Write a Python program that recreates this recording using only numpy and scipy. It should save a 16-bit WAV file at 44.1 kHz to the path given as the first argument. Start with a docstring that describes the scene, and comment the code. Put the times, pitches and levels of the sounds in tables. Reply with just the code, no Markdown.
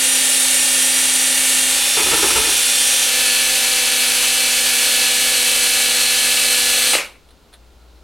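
"""At a workbench, a cordless drill bores out a stripped screw. The motor hums and its planetary gearbox whines and
rattles: tones locked to the turning carrier, over noise coloured by the casing. The bit squeals thinly (a climbing
tone), chatters in the metal for half a second (jumps that ring a panel) and is pushed harder, so the motor slows.
The trigger is let go, the brake stops the chuck with a ringing clack, and the bit is drawn out, touching and
brushing (decaying and sliding noise through resonances), over faint air noise and a mains hum."""
import sys
import numpy as np
from scipy import signal
from scipy.fft import rfft, irfft, next_fast_len
from scipy.io import wavfile

SR = 44100
rng = np.random.default_rng(int(sys.argv[2]) if len(sys.argv) > 2 else 0)


def wrap_up_sound(samples):
    """Save the sound to the file named by the first command line argument, as 16-bit audio."""
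    columns = np.atleast_2d(samples).T
    # keep every value between -1 and 1, then stretch to whole-number steps
    tamed = np.clip(columns, -1, 1)
    steps = np.round(tamed * 32767).astype(np.int16)
    wavfile.write(sys.argv[1], SR, steps)


N = 354123
TIME = np.arange(N) / SR
FFT_SIZE = next_fast_len(N + 8192)
BINS_HZ = np.maximum(np.arange(FFT_SIZE // 2 + 1) * SR / FFT_SIZE, 1)
GEAR_RATIO = 7   # rotor turns per carrier turn


def from_db(db):
    """Gain of a level in dB."""
    return 10 ** (np.asarray(db) / 20)


def rms_one(x):
    """Scale to rms 1."""
    return x / np.sqrt(np.mean(x ** 2) + 1e-20)


def in_time(rows):
    """Each column of a curve at every sample."""
    s, *columns = np.transpose(rows)
    return [np.interp(TIME, s, c) for c in columns]


def in_frequency(rows):
    """Each dB column of a spectrum as a gain at every bin, interpolated over log frequency."""
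    hz, *columns = np.transpose(rows)
    return [from_db(np.interp(np.log(BINS_HZ), np.log(hz), c)) for c in columns]


def colour(x, gains):
    """Filter a steady sound by a gain per bin."""
    return irfft(rfft(x, FFT_SIZE) * gains, FFT_SIZE)[..., :N]


def drift(rate_hz, size=2048):
    """Slow random curve of rms 1, changing about rate_hz times a second."""
    hz = np.arange(size + 1) * SR / N
    slow = irfft(rfft(rng.standard_normal(2 * size)) / (1 + (hz / rate_hz) ** 2))
    return np.interp(TIME, np.linspace(0, N / SR, 2 * size), rms_one(slow))


def resonate(x, modes):
    """Parallel two-pole resonances of alternating sign."""
    out = 0
    for k, (hz, width_hz, db) in enumerate(modes):
        r = np.exp(-np.pi * width_hz / SR)
        zeros = np.array([1, 0, -1]) * (1 - r * r) / 2
        poles = [1, -2 * r * np.cos(2 * np.pi * hz / SR), r * r]
        out = out + (-1) ** k * from_db(db) * signal.lfilter(zeros, poles, x + 1e-18)
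    return out


def swell(start_s, length_s, attack_s, t60_s):
    """Linear attack, hold and exponential release; height 1."""
    attack = np.clip((TIME - start_s) / attack_s, 0, 1)
    return attack * from_db(-60 * np.clip((TIME - start_s - length_s) / t60_s, 0, 3))


def at_load(load, levels):
    """Blend the values for light, medium and heavy load."""
    return np.interp(load, np.arange(len(levels)), levels)


def latest(events):
    """Each column of the event that began last, at every sample."""
    rows = np.array(events)
    return rows[np.maximum(np.searchsorted(rows[:, 0], TIME, side="right") - 1, 0)].T


def gear_rattle(angle, load, repeating, knock_db, grain_db, split_hz, trim_db):
    """Teeth rub and knock, partly alike on each turn, partly at random, and sound through the casing."""
    # Each row: level in dB before trim, treble in dB relative to it; rows for light, medium, heavy load.
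    rattle = [(-19.5, 1.3), (-18.5, 0), (-18, -2)]
    # Carrier multiples at which the teeth knock.
    knock_orders = [7, 13, 14, 20, 27, 34]
    level_db, treble_db = (at_load(load, column) for column in np.transpose(rattle))
    strain = (load / 2) ** 2
    seat = np.pi / 2 * strain + 0.3 * drift(0.32)   # other flanks touch as the load shifts
    pattern = np.cos(seat) * tooth_pattern(angle) + np.sin(seat) * tooth_pattern(angle)
    share = np.clip(repeating, 0, 1)
    rub = np.sqrt(share) * pattern + np.sqrt(1 - share) * rng.standard_normal(N)
    knocks = rms_one(sum(np.cos(k * angle + rng.uniform(0, 2 * np.pi)) for k in knock_orders))
    force = rub * from_db(knock_db * knocks + grain_db * drift(53))
    light, heavy = casing()
    low = 1 / (1 + (BINS_HZ / split_hz) ** 16)
    out = 0
    for band, db in ((low, level_db), (1 - low, level_db + treble_db)):
        light_part = (1 - strain) * rms_one(colour(force, light * band))
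        heavy_part = strain * rms_one(colour(force, heavy * band))
        out = out + from_db(db + trim_db) * (light_part + heavy_part)
    return out


def tooth_pattern(angle, count=440, size=16384):
    """Flaws of the teeth come round again with every turn of the carrier."""
    flaws = rng.standard_normal((count, 2)) @ [1, 1j]
    one_turn = irfft(flaws, size)
    return rms_one(np.interp(angle / (2 * np.pi) % 1, np.arange(size) / size, one_turn))


def casing():
    """Gains of the casing at light and heavy load: a broad colour with narrow peaks and notches."""
    # Broad colour. Each row: frequency in Hz, dB per Hz at light load, dB per Hz at heavy load.
    broad = [(185, -30, -28), (280, -15, -13), (417, -18.5, -19), (556, -6, -6), (646, -19, -15.5),
             (778, -10.5, -13.5), (1037, -13, -11.5), (2730, -4.5, -3), (4730, -4.5, -1.5),
             (4870, -7.5, -4.5), (6850, -5, -6.5), (9270, -2.5, -5.5), (12180, -9.5, -8.5),
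             (13500, -20.5, -20.5)]
    # Peaks and notches. Each row: frequency in Hz, width in Hz, gain in dB.
    narrow = [(1080, 90, -5.5), (1330, 60, -4.5), (1385, 90, 2), (1850, 54, -2.3), (2520, 140, 2.5),
              (2690, 60, 0.5), (2863, 90, 4.5), (3200, 160, -1.2), (3560, 480, -2), (4020, 300, 1.6),
              (4420, 92, -8), (4564, 88, 3.5), (4750, 47, -9.5), (5130, 90, -3), (5860, 77, -7),
              (6400, 60, 1.5), (6840, 90, -3.5), (7010, 90, -4), (7970, 55, 4), (8280, 260, -2.5),
              (9250, 97, 3.5), (9640, 89, 3), (9770, 55, 4), (10660, 300, -3.5)]
    ripple_db = sum(db * np.exp(-2 * ((BINS_HZ - hz) / width_hz) ** 2) for hz, width_hz, db in narrow)
    return [gains * from_db(ripple_db) for gains in in_frequency(broad)]


def gear_tones(angle, load, waver_db, slip_rad):
    """Tooth-mesh tones and their sidebands, all locked to the carrier; each wavers as the planets shift."""
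    # Gear and bearing tones. Each row: multiple of the carrier's rate, dB at light, medium and heavy load.
    tones = [(1, -56, -55, -52), (7, -38, -43, -42), (14, -45, -46, -39), (22, -48, -46, -42),
             (48, -42, -49, -48), (52.8, -40, -57, -48), (61, -38, -47, -52), (63.8, -45, -43, -37),
             (66, -50, -55, -36), (68, -48, -33, -47), (75, -34, -36, -31), (81, -39, -35, -37),
             (83.2, -56, -47, -38), (88, -32, -33, -35), (91, -49, -49, -37), (95, -44, -34, -42),
             (102, -47, -53, -44), (108, -46, -49, -40), (109, -39, -51, -36), (112, -46, -54, -40),
             (116, -40, -38, -41), (119, -47, -39, -43), (122, -40, -44, -31), (132, -43, -42, -39),
             (133, -42, -44, -47), (147, -45, -34, -43), (163, -42, -48, -50), (168, -41, -47, -42),
             (176, -36, -34, -38), (177, -56, -44, -40), (182, -43, -39, -43), (189, -40, -44, -45),
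             (196, -35, -39, -37), (197, -38, -40, -42), (203, -48, -43, -41), (204, -36, -39, -43),
             (210, -47, -44, -42), (211, -35, -46, -41), (224, -40, -39, -36), (238, -36, -38, -43),
             (252, -39, -34, -41), (256, -36, -33, -37), (258, -37, -41, -40), (259, -39, -38, -36),
             (265, -35, -35, -34), (266, -41, -40, -39), (279, -34, -36, -34), (294, -46, -48, -44),
             (299, -42, -44, -50), (306, -40, -44, -44), (313, -46, -43, -43), (343, -45, -45, -39)]
    out = 0
    for multiple, *levels_db in tones:
        loose = np.tanh(multiple / 50)   # the low rotor hum is nearly steady
        phase = multiple * angle + rng.uniform(0, 2 * np.pi) + slip_rad * loose * drift(2.5)
        level_db = at_load(load, levels_db) + waver_db * loose * drift(4.8)
        out = out + from_db(level_db) * np.sin(phase)
    return np.sqrt(2) * out


def motor_whines(angle, load, wander_db, flutter_db, trim_db):
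    """High orders of the rotor follow the load, wander a little and now and then swell."""
    # Each row: order of the rotor, dB before trim at light, medium and heavy load.
    whines = [(7, -35.5, -37, -34), (14, -31, -28.5, -30.5), (33, -37, -42, -36), (35, -33.5, -36.5, -34)]
    # Each row: start in seconds, length in seconds, order of the rotor, gain in dB.
    swells = [(0, 1.27, 35, 9), (2.72, .25, 35, 10), (3.1, .42, 7, 3.5), (4.8, 2.1, 33, 6)]
    attack_s, t60_s = .06, .5
    out = 0
    for order, *levels_db in whines:
        lift = sum((from_db(db) - 1) * swell(s, length_s, attack_s, t60_s)
                   for s, length_s, k, db in swells if k == order)
        level_db = at_load(load, levels_db) + wander_db * drift(1.3) + flutter_db * drift(23)
        out = out + from_db(level_db) * (1 + lift) * np.sin(order * GEAR_RATIO * angle)
    return np.sqrt(2) * from_db(trim_db) * out


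def squeal(waver_hz, flutter_db, trim_db):
    """The cutting edge sticks and slips at a climbing pitch; its rubbing rings the bit."""
    # Each row: start in seconds, length in seconds, first and last pitch in Hz, mid-pitch dB before trim.
    squeals = [(0, .2, 5725, 5770, -31), (.24, 1.13, 5520, 5780, -31.5), (1.51, .1, 5700, 5720, -35),
               (1.76, .85, 5520, 5790, -31.5), (2.66, .41, 5630, 5835, -29),
               (3.08, 3.85, 5930, 5950, -35.5)]
    # High modes of the bit. Each row: frequency in Hz, width in Hz, gain in dB.
    bit_modes = [(8030, 140, 1.5), (8890, 110, 6), (9030, 190, 5)]
    # The rubbed bit rings. Each row: start in seconds, length in seconds, level in dB.
    sings = [(0, 1.76, -27), (2.65, 0.22, -26), (6.876, .04, -24)]
    climb_exponent = .75   # under 1: climbs fast at first, then levels off
    growth_db_per_hz = 0.01   # louder as the pitch climbs
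    attack_s, t60_s = 0.024, .15
    sing_attack_s, sing_t60_s, sing_floor_db = 0.014, 0.4, -44.5

    start_s, length_s, first_hz, last_hz, level_db = latest(squeals)
    climb = np.clip((TIME - start_s) / length_s, 0, 1) ** climb_exponent
    hz = first_hz + (last_hz - first_hz) * climb
    tone = np.sqrt(2) * np.sin(2 * np.pi * np.cumsum(hz + waver_hz * drift(46)) / SR)
    growth_db = growth_db_per_hz * (hz - (first_hz + last_hz) / 2)
    bite_db = level_db + growth_db + trim_db + flutter_db * drift(25)
    bite = swell(start_s, length_s, attack_s, t60_s) * from_db(bite_db)
    ring = rms_one(resonate(rng.standard_normal(N), bit_modes))
    rubbing = from_db(sing_floor_db) + sum(from_db(db) * swell(s, held_s, sing_attack_s, sing_t60_s)
                                           for s, held_s, db in sings)
    return bite * tone + rubbing * ring


def chatter(jitter, uneven_db, scrape_db, bench_hz, bench_width_hz):
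    """The bit catches and jumps in bursts, which knock the panel, while the bench shakes throughout."""
    # Each row: start in seconds, length in seconds, level in dB, jumps per second.
    bursts = [(1.966, 0.043, -20, 450), (2.057, .014, -23.5, 360), (2.111, 0.038, -18.5, 454),
              (2.181, .014, -23, 330), (2.223, 0.033, -19, 432), (2.294, .014, -19.5, 356),
              (2.35, 0.038, -20.5, 441), (2.407, .02, -28.5, 440), (2.478, .016, -26.5, 390)]
    # The panel that holds the screw. Each row: frequency in Hz, width in Hz, gain in dB.
    panel = [(115, 51, -9), (320, 100, 2.5), (440, 136, 1), (860, 92, -0.5), (1005, 83, -1), (1310, 120, 0),
             (1760, 130, -4), (2160, 200, -3), (2640, 400, -5)]
    attack_s, t60_s = 0.0082, 0.13
    judder_db, judder_t60_s = -30.5, .45   # goes on between the bursts
    shake_db, shake_t60_s = -40, 0.45

    begin_s = bursts[0][0]
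    span_s = bursts[-1][0] + bursts[-1][1] - begin_s
    burst_level = np.max([from_db(db) * swell(s, length_s, attack_s, t60_s)
                          for s, length_s, db, _ in bursts], axis=0)
    judder = from_db(judder_db) * swell(begin_s, span_s, attack_s, judder_t60_s)
    level = np.hypot(burst_level, judder)
    shake = from_db(shake_db) * swell(begin_s, span_s, attack_s, shake_t60_s)
    jumps_per_s = latest(bursts)[-1] * (1 + jitter * drift(120))
    jumps = np.diff(np.floor(np.cumsum(jumps_per_s) / SR), prepend=0)
    force = rms_one(jumps * from_db(uneven_db * drift(200)))
    force = force + from_db(scrape_db) * rng.standard_normal(N)
    bench = np.sin(2 * np.pi * np.cumsum(bench_hz + bench_width_hz * drift(25)) / SR)
    bench = bench * from_db(3.0 * drift(20))
    return level * rms_one(resonate(force, panel)) + shake * rms_one(bench)


def contacts(events, modes):
    """Each contact is a dying rattle that rings the modes of a part."""
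    power = sum((TIME >= s) * from_db(db - 60 * np.maximum(TIME - s, 0) / t60_s) ** 2
                for s, db, t60_s in events)
    grit = rng.standard_normal(N)
    return resonate(grit * np.sqrt(power), modes) / np.std(resonate(grit, modes))


def chuck_clacks():
    """The chuck clacks as it is braked, ringing chuck and gear case."""
    # Each row: start in seconds, level in dB, 60 dB decay in seconds.
    clacks = [(6.933, -13.5, 0.11), (6.951, -8.5, 0.027), (6.963, -18.5, 0.18), (6.983, -21.5, 0.18),
              (7.003, -23.5, 0.18), (7.045, -34, 0.32), (7.154, -48, .1)]
    # Chuck and gear case. Each row: frequency in Hz, width in Hz, gain in dB.
    chuck = [(318, 90, -9), (540, 78, -1.5), (850, 230, -7), (1250, 320, -5), (2300, 240, 1.5),
             (2550, 130, 1), (2700, 210, -1), (4020, 910, -13)]
    return contacts(clacks, chuck)


def bit_touches():
    """The bit touches the screw on its way out, ringing bit and panel."""
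    # Each row: start in seconds, level in dB, 60 dB decay in seconds.
    touches = [(7.288, -52, .07), (7.306, -49, .08), (7.528, -48, .1), (7.537, -40.5, 0.097)]
    # Drill bit and panel. Each row: frequency in Hz, width in Hz, gain in dB.
    bit = [(496, 500, -7), (1520, 1200, -5), (3470, 200, 1), (4000, 300, -1), (8600, 950, -9),
           (9900, 1300, -9)]
    return contacts(touches, bit)


def brushes():
    """The bit brushes the panel as it is drawn away: light sliding contact rings one mode of the bit."""
    # Each row: start in seconds, length in seconds, level in dB.
    strokes = [(7.81, .025, -67), (7.865, .05, -64), (7.945, .04, -65)]
    mode_hz, width_hz, attack_s, t60_s = 4090, 400, .015, .12
    level = sum(from_db(db) * swell(s, length_s, attack_s, t60_s) for s, length_s, db in strokes)
    return level * rms_one(resonate(rng.standard_normal(N), [(mode_hz, width_hz, 0)]))


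def workshop(air_db, diffuse_db):
    """Still air, a little different on left and right, and a mains hum."""
    # Air with a faint hollow ring. Each row: frequency in Hz, dB per Hz.
    air_colour = [(25, -9), (40, -5.5), (75, -8), (110, -16), (200, -17), (400, -16.5), (900, -22),
                  (1230, -26), (1370, -21), (1550, -28), (2000, -29.5), (4200, -28), (5500, -33),
                  (15000, -42)]
    # Mains hum. Each row: time in seconds, level in dB.
    hum_level = [(0, -66), (4, -62), (6.9, -57), (7.2, -60), (7.5, -56), (7.62, -49.5), (8.03, -47.5)]
    mains_hz = 59.3
    air, left, right = rms_one(colour(rng.standard_normal((3, N)), in_frequency(air_colour)[0]))
    hum = np.sqrt(2) * np.sin(2 * np.pi * mains_hz * TIME)
    stereo_air = air + from_db(diffuse_db) * np.array([left, right])
    return from_db(air_db) * stereo_air + from_db(in_time(hum_level)[0]) * hum


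def stereo(x, background, t60_s, size=8192):
    """A random echo, added to left and taken from right, widens bass and treble; the middle stays almost mono."""
    # Each row: frequency in Hz, level of the left-right difference in dB.
    difference = [(40, -4), (150, -7), (240, -19.5), (500, -18), (1300, -47), (2800, -62), (5500, -19.5),
                  (9500, -26), (14000, -13)]
    # Each row: frequency in Hz, left over right in dB.
    balance_db = [(60, 2.6), (180, 1.7), (350, 1.2), (700, .3), (1400, 0), (4000, 0), (6500, -.3),
                  (9000, -1.7)]
    width, balance = in_frequency(difference)[0], in_frequency(balance_db)[0]
    echoes = rng.standard_normal(size) * from_db(-60 * TIME[:size] / t60_s)
    side = colour(x, width * rfft(echoes / np.linalg.norm(echoes), FFT_SIZE))
    return colour(np.array([x + side, x - side]) + background, np.sqrt([balance, 1 / balance]))


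def scene():
    """One carrier angle drives motor and gears; the brake slows them and fades the drill, squeal included."""
    # Motor under the trigger, before the brake. Each row: time in seconds, turns per second.
    motor_speed = [(0, 259.3), (0.5, 258.1), (1.25, 258.4), (1.7, 257.6), (2.15, 254.7), (2.6, 254.9),
                   (3.06, 253.2), (3.09, 248.7), (3.55, 247.1), (3.95, 246.6), (4.4, 246.9), (4.85, 245.7),
                   (5.9, 245.1), (6.25, 245.7), (6.9, 245.4)]
    # Push on the drill. Each row: time in seconds, load (0 light, 1 medium, 2 heavy).
    push = [(0, 0), (1.68, 0), (1.82, 1), (3.05, 1), (3.09, 1.9), (4.6, 1.9), (4.9, 2), (6.9, 2)]
    # brake: speed and level in dB fall at steady rates
    brake_s, run_down_s, brake_db_per_s = 6.95, .22, 203
    braked_s = np.maximum(TIME - brake_s, 0)
    turns_per_s = in_time(motor_speed)[0] * np.maximum(1 - braked_s / run_down_s, 0)
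    angle = 2 * np.pi * np.cumsum(turns_per_s) / SR / GEAR_RATIO
    load = in_time(push)[0]

    drill = gear_rattle(angle, load, repeating=0.16, knock_db=0.3, grain_db=0.74, split_hz=6800, trim_db=-1.61)
    drill = drill + gear_tones(angle, load, waver_db=2.5, slip_rad=.25)
    drill = drill + motor_whines(angle, load, wander_db=1.1, flutter_db=0.5, trim_db=-0.14)
    drill = drill + squeal(waver_hz=14.1, flutter_db=2.0, trim_db=0.6)
    drill = drill * from_db(-brake_db_per_s * braked_s)
    cutting = chatter(jitter=.07, uneven_db=5.5, scrape_db=0.5, bench_hz=59.4, bench_width_hz=5)
    stop = chuck_clacks() + bit_touches() + brushes()
    return stereo(drill + cutting + stop, workshop(air_db=-52.0, diffuse_db=-7), t60_s=0.32)


def record(dry):
    """The top is cut steeply."""
    cutoff_hz = 16100
    return colour(dry, 1 / np.sqrt(1 + (BINS_HZ / cutoff_hz) ** 300))


dry = scene()
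out = record(dry)
wrap_up_sound(out)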